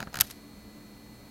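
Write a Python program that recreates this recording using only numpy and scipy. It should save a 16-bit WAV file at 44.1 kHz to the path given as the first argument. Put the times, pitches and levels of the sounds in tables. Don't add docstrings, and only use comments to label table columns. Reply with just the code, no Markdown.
import sys
import numpy as np
from scipy import signal
from scipy.fft import rfft, irfft
from scipy.io import wavfile
from scipy.ndimage import uniform_filter1d

SR = 44100
rng = np.random.default_rng(int(sys.argv[2]) if len(sys.argv) > 2 else 0)


def unload_audio(sound):
    columns = np.transpose(np.atleast_2d(sound))
    steps = np.round(np.clip(columns, -1, 1) * 32767)
    wavfile.write(sys.argv[1], SR, steps.astype(np.int16))


N = 57330


def undb(db):
    return 10 ** (np.asarray(db) / 20)


def level(x, db):
    return x * undb(db) / np.sqrt(np.mean(x ** 2))


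def blow(x, db, length_s=0.002):
    return x * undb(db) * np.sqrt(length_s * SR / np.sum(x ** 2))


def since(start_s):
    return np.maximum(np.arange(N) / SR - start_s, 0)


def decay(t, t60_s):
    return np.exp(-np.log(1000) * t / t60_s)


def through(x, response):
    return signal.fftconvolve(x, response)[:N]


def colour(x, points, tilt_db=0):
    hz, db = np.array(points, float).T
    octave = np.log2(np.maximum(np.fft.rfftfreq(4096, 1 / SR), 10))
    curve_db = np.interp(octave, np.log2(hz), db)
    curve_db = curve_db + tilt_db * np.maximum(octave - np.log2(8000), -3)
    cepstrum = irfft(np.log(undb(curve_db)))
    half = len(cepstrum) // 2
    cepstrum[1:half] *= 2
    cepstrum[half + 1:] = 0
    return through(x, irfft(np.exp(rfft(cepstrum))))


def tilt(x, tilt_db):
    return colour(x, [(1, 0)], tilt_db)


def grit(grain_hz, rough_db):
    grains = rng.standard_normal(N)
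    return undb(rough_db * np.interp(since(0) * grain_hz, np.arange(N), grains))


def contact(start_s, hold_s, rise_s, fall_s, size=2048, count=2):
    t = np.arange(size) / SR
    shape = (1 - np.exp(-t / rise_s)) * np.exp(-np.maximum(t - hold_s, 0) / fall_s)
    burst = shape * rng.standard_normal(size)
    for _ in range(count):
        white = irfft(np.exp(1j * np.angle(rfft(burst))))
        envelope = np.sqrt(uniform_filter1d(white ** 2, size=32) + 1e-12)
        burst = shape * white / envelope
    return np.pad(burst, (max(int(start_s * SR), 0), N))[:N]


def ring(modes, size=4096):
    detune, spread_db = 0.004, 1.8
    t = np.arange(size) / SR
    response = 0
    for hz, db, t60_s in modes:
        strength, tuning = rng.standard_normal(2)
        tone = np.sin(2 * np.pi * hz * (1 + detune * tuning) * t)
        response = response + undb(db + spread_db * strength) * decay(t, t60_s) * tone
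    return response


# pitch_hz, relative level_db [dB per Hz]
AIR_COLOUR = [(15, -72), (25, -4.5), (64, -6.5), (86, -6.5), (209, -5.5), (331, -9), (2060, -25),
              (3530, -29), (15500, -32)]
# pitch_hz, width_hz (full width at half amplitude), level_db (rms)
HUM_BANDS = [(62.3, 7, -64), (117.1, 12, -64), (211.3, 26, -55), (291.6, 12.6, -59)]
# pitch_hz, level_db (rms)
WHINE_TONES = [(2000, -68.5), (2267, -77), (2400, -73.5), (3733, -78.5), (3867, -74.5), (4000, -77),
               (4267, -65), (4400, -76.5), (4533, -74.5), (6267, -79), (12800, -75)]


def computer():
    air = level(colour(rng.standard_normal(N), AIR_COLOUR), -52.5)
    hz = np.fft.rfftfreq(N, 1 / SR)
    hum = 0
    for pitch_hz, width_hz, level_db in HUM_BANDS:
        band = 1 / (1 + ((hz - pitch_hz) / width_hz * 2) ** 4)
        hum = hum + level(irfft(rfft(rng.standard_normal(N)) * band, N), level_db)
    whine = 0
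    for pitch_hz, level_db in WHINE_TONES:
        cycles = pitch_hz * since(0) + rng.random()
        whine = whine + level(np.sin(2 * np.pi * cycles), level_db)
    return air + hum + whine


# pitch_hz, relative level_db [dB per Hz]
ECHO_COLOUR = [(200, 14.5), (1500, 0.5), (3000, 0.5), (6000, 0), (9000, -4), (12500, -7), (16000, -11)]


def room(x):
    room_db, t60_s, delay_s = -22.5, 0.49, 0.0145
    t = since(delay_s)
    echoes = rng.standard_normal(N) * grit(grain_hz=550, rough_db=4)
    tail = colour(echoes * (t > 0) * decay(t, t60_s), ECHO_COLOUR)
    unit_tail = tail / np.sqrt(np.sum(tail ** 2))
    return undb(room_db) * through(x, unit_tail)


# middle_s, half_length_s, level_db (rumble at the peak of the swell)
DRAGS = [(0.003, 0.039, -41.5), (0.166, 0.038, -45)]
# pitch_hz, relative level_db [dB per Hz]
RUMBLE_COLOUR = [(30, -15), (70, -5.5), (160, 2.5), (400, -24.5), (750, -1.5), (1600, -16.5), (15000, -52)]
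# pitch_hz, relative level_db, t60_s
SPRING_MODES = [(2800, 0.5, 0.01), (4200, -0.5, 0.013), (4940, 10, 0.0036), (6100, 2, 0.0042),
                (6700, 1, 0.0088), (10900, -1, 0.004), (12550, -5, 0.0045), (14000, -5, .005)]


def rolling():
    motion = 0
    for middle_s, half_length_s, level_db in DRAGS:
        swell = np.exp(-((since(0) - middle_s) / half_length_s) ** 4)
        motion = motion + undb(level_db) * swell
    rumble = level(colour(rng.standard_normal(N), RUMBLE_COLOUR), 0)
    uneven = rng.standard_normal(N) * grit(grain_hz=1800, rough_db=8)
    rattle = level(through(uneven, ring(SPRING_MODES)), -11)
    return motion * (rumble + rattle)


# start_s, length_s, level_db (over that length), tilt_db [dB per octave]
RUBS = [(.2022, .004, -29, -.5), (.2062, .0032, -23.5, 0), (.2115, .006, -28.5, -.5), (.3048, .004, -49, 0),
        (.309, .005, -42.5, 0), (.314, .014, -55, -.5)]
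# pitch_hz, relative level_db [dB per Hz]
RUB_COLOUR = [(30, 8), (130, 8), (600, -9.5), (1500, 8), (4000, 11), (7500, 7.5), (9300, 9), (12500, 4),
              (16000, -34)]
# pitch_hz, relative level_db, t60_s
WHEEL_MODES = [(1440, -12, .022), (2360, -8, .011), (2750, -8, .011), (3410, -7, .018), (4040, -1, .009),
               (4770, -5.5, .011), (5440, 1.5, .015), (6100, -4.5, .014), (6610, -4.5, .012),
               (8400, -1, .007), (10150, 2.5, .007), (11510, 3, .01), (12490, 7, .011), (12960, 4.5, .01)]
# pitch_hz, relative level_db, t60_s
SHELL_MODES = [(677, -12, 0.12), (808, -10, 0.062), (1150, -26, 0.005), (1380, -1.5, 0.021),
               (1467, 7, 0.017), (1617, 5.5, .017), (1800, -3, 0.015), (2250, -4, .014), (2500, -10, .012),
               (2940, -10, 0.025)]


def scrapes():
    out = 0
    for start_s, length_s, level_db, tilt_db in RUBS:
        push = contact(start_s, length_s, rise_s=0.0012, fall_s=0.00079)
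        rub = push * grit(grain_hz=1800, rough_db=3.5)
        sound = blow(colour(rub, RUB_COLOUR), 0)
        sound = sound + blow(through(rub, ring(WHEEL_MODES)), -23)
        sound = sound + blow(through(rub, ring(SHELL_MODES)), -16)
        out = out + blow(tilt(sound, tilt_db), level_db, length_s)
    return out


# start_s, level_db (over 2 ms), hold_s, tilt_db [dB per octave]
STRIKES = [(0.2012, -28.5, 0.00056, 0), (0.2064, -33.5, 0.0012, -3), (0.2095, -9, 0.00117, 1),
           (0.2157, -22.5, 0.00011, 1), (0.3008, -41, .0012, -5), (.3090, -38.5, 0.00017, -2.5),
           (0.3115, -39.5, 0.00059, -4)]
# pitch_hz, relative level_db [dB per Hz]
CRACK_COLOUR = [(40, -56), (200, -53), (600, -7), (1500, -3), (5000, 4), (7500, 3), (9200, -4),
                (10300, 5.5), (12500, 5.5), (13700, 0), (14800, -5), (16000, -30)]


def snaps():
    out = 0
    for start_s, level_db, hold_s, tilt_db in STRIKES:
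        push = contact(start_s, hold_s, rise_s=0.000067, fall_s=0.00043)
        crack = blow(colour(push, CRACK_COLOUR), 3.5)
        wheel = blow(through(push, ring(WHEEL_MODES)), 2)
        out = out + blow(tilt(crack + wheel, tilt_db), level_db)
    return out


# start_s, tick_db (spring), tilt_db [dB per octave],
# knock_db (shell), push_s (hold of the push on the shell), thump_db (desk), thump_hz
DETENTS = [(.0033, -35, 2, -30.5, 0.001, -33, 202), (0.0271, -34.5, -2, -32, 0.00052, -34.5, 185),
           (0.0717, -42, -9, -37, 0.0079, -34, 195), (.1420, -33, 3.5, -30, 0.002, -54, 147),
           (0.1559, -33.5, 5, -31, .0035, -39.5, 135), (.1701, -34.5, 6, -31.5, 0.00258, -38.5, 123),
           (0.1884, -30.5, 2, -37.5, 0.0007, -34.5, 110), (0.2024, -30, 4, -30.5, .002, -52, 110),
           (.2170, -29.5, 4.5, -29, 0.0032, -50.5, 192)]
# pitch_hz, relative level_db [dB per Hz]
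SPRING_COLOUR = [(300, -9), (1500, 6.5), (4700, -2), (8800, -3.5), (15500, -14.5)]


def notches():
    knock_lag_s = 0.000825
    thump_rise_s, thump_t60_s = 0.003, 0.018
    out = 0
    for start_s, tick_db, tilt_db, knock_db, push_s, thump_db, thump_hz in DETENTS:
        push = contact(start_s, hold_s=0.00085, rise_s=0.000067, fall_s=0.0013)
        flick = push * grit(grain_hz=1800, rough_db=4)
        spring = blow(through(flick, ring(SPRING_MODES)), 0)
        crack = blow(colour(flick, SPRING_COLOUR), 0.5)

        shell_push = contact(start_s + knock_lag_s, push_s, rise_s=0.00005, fall_s=0.00126)
        knock = through(shell_push, ring(SHELL_MODES))

        t = since(start_s)
        swell = (1 - np.exp(-t / thump_rise_s)) * decay(t, thump_t60_s)
        thump = np.sin(2 * np.pi * thump_hz * t) * swell

        out = out + blow(tilt(spring + crack, tilt_db), tick_db)
        out = out + blow(tilt(knock, tilt_db), knock_db)
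        out = out + blow(thump, thump_db)
    return out


def widen(x):
    side = level(rng.standard_normal(N), -70.5)
    return np.array([x + side, x - side])


def scene():
    mouse = notches() + rolling() + snaps() + scrapes()
    return widen(mouse + room(mouse) + computer())


def record(dry):
    top_hz = 15900
    low_pass = signal.ellip(10, 0.2, 70, top_hz, fs=SR, output="sos")
    return signal.sosfilt(low_pass, np.clip(dry, -1, 1))


dry = scene()
out = record(dry)
unload_audio(out)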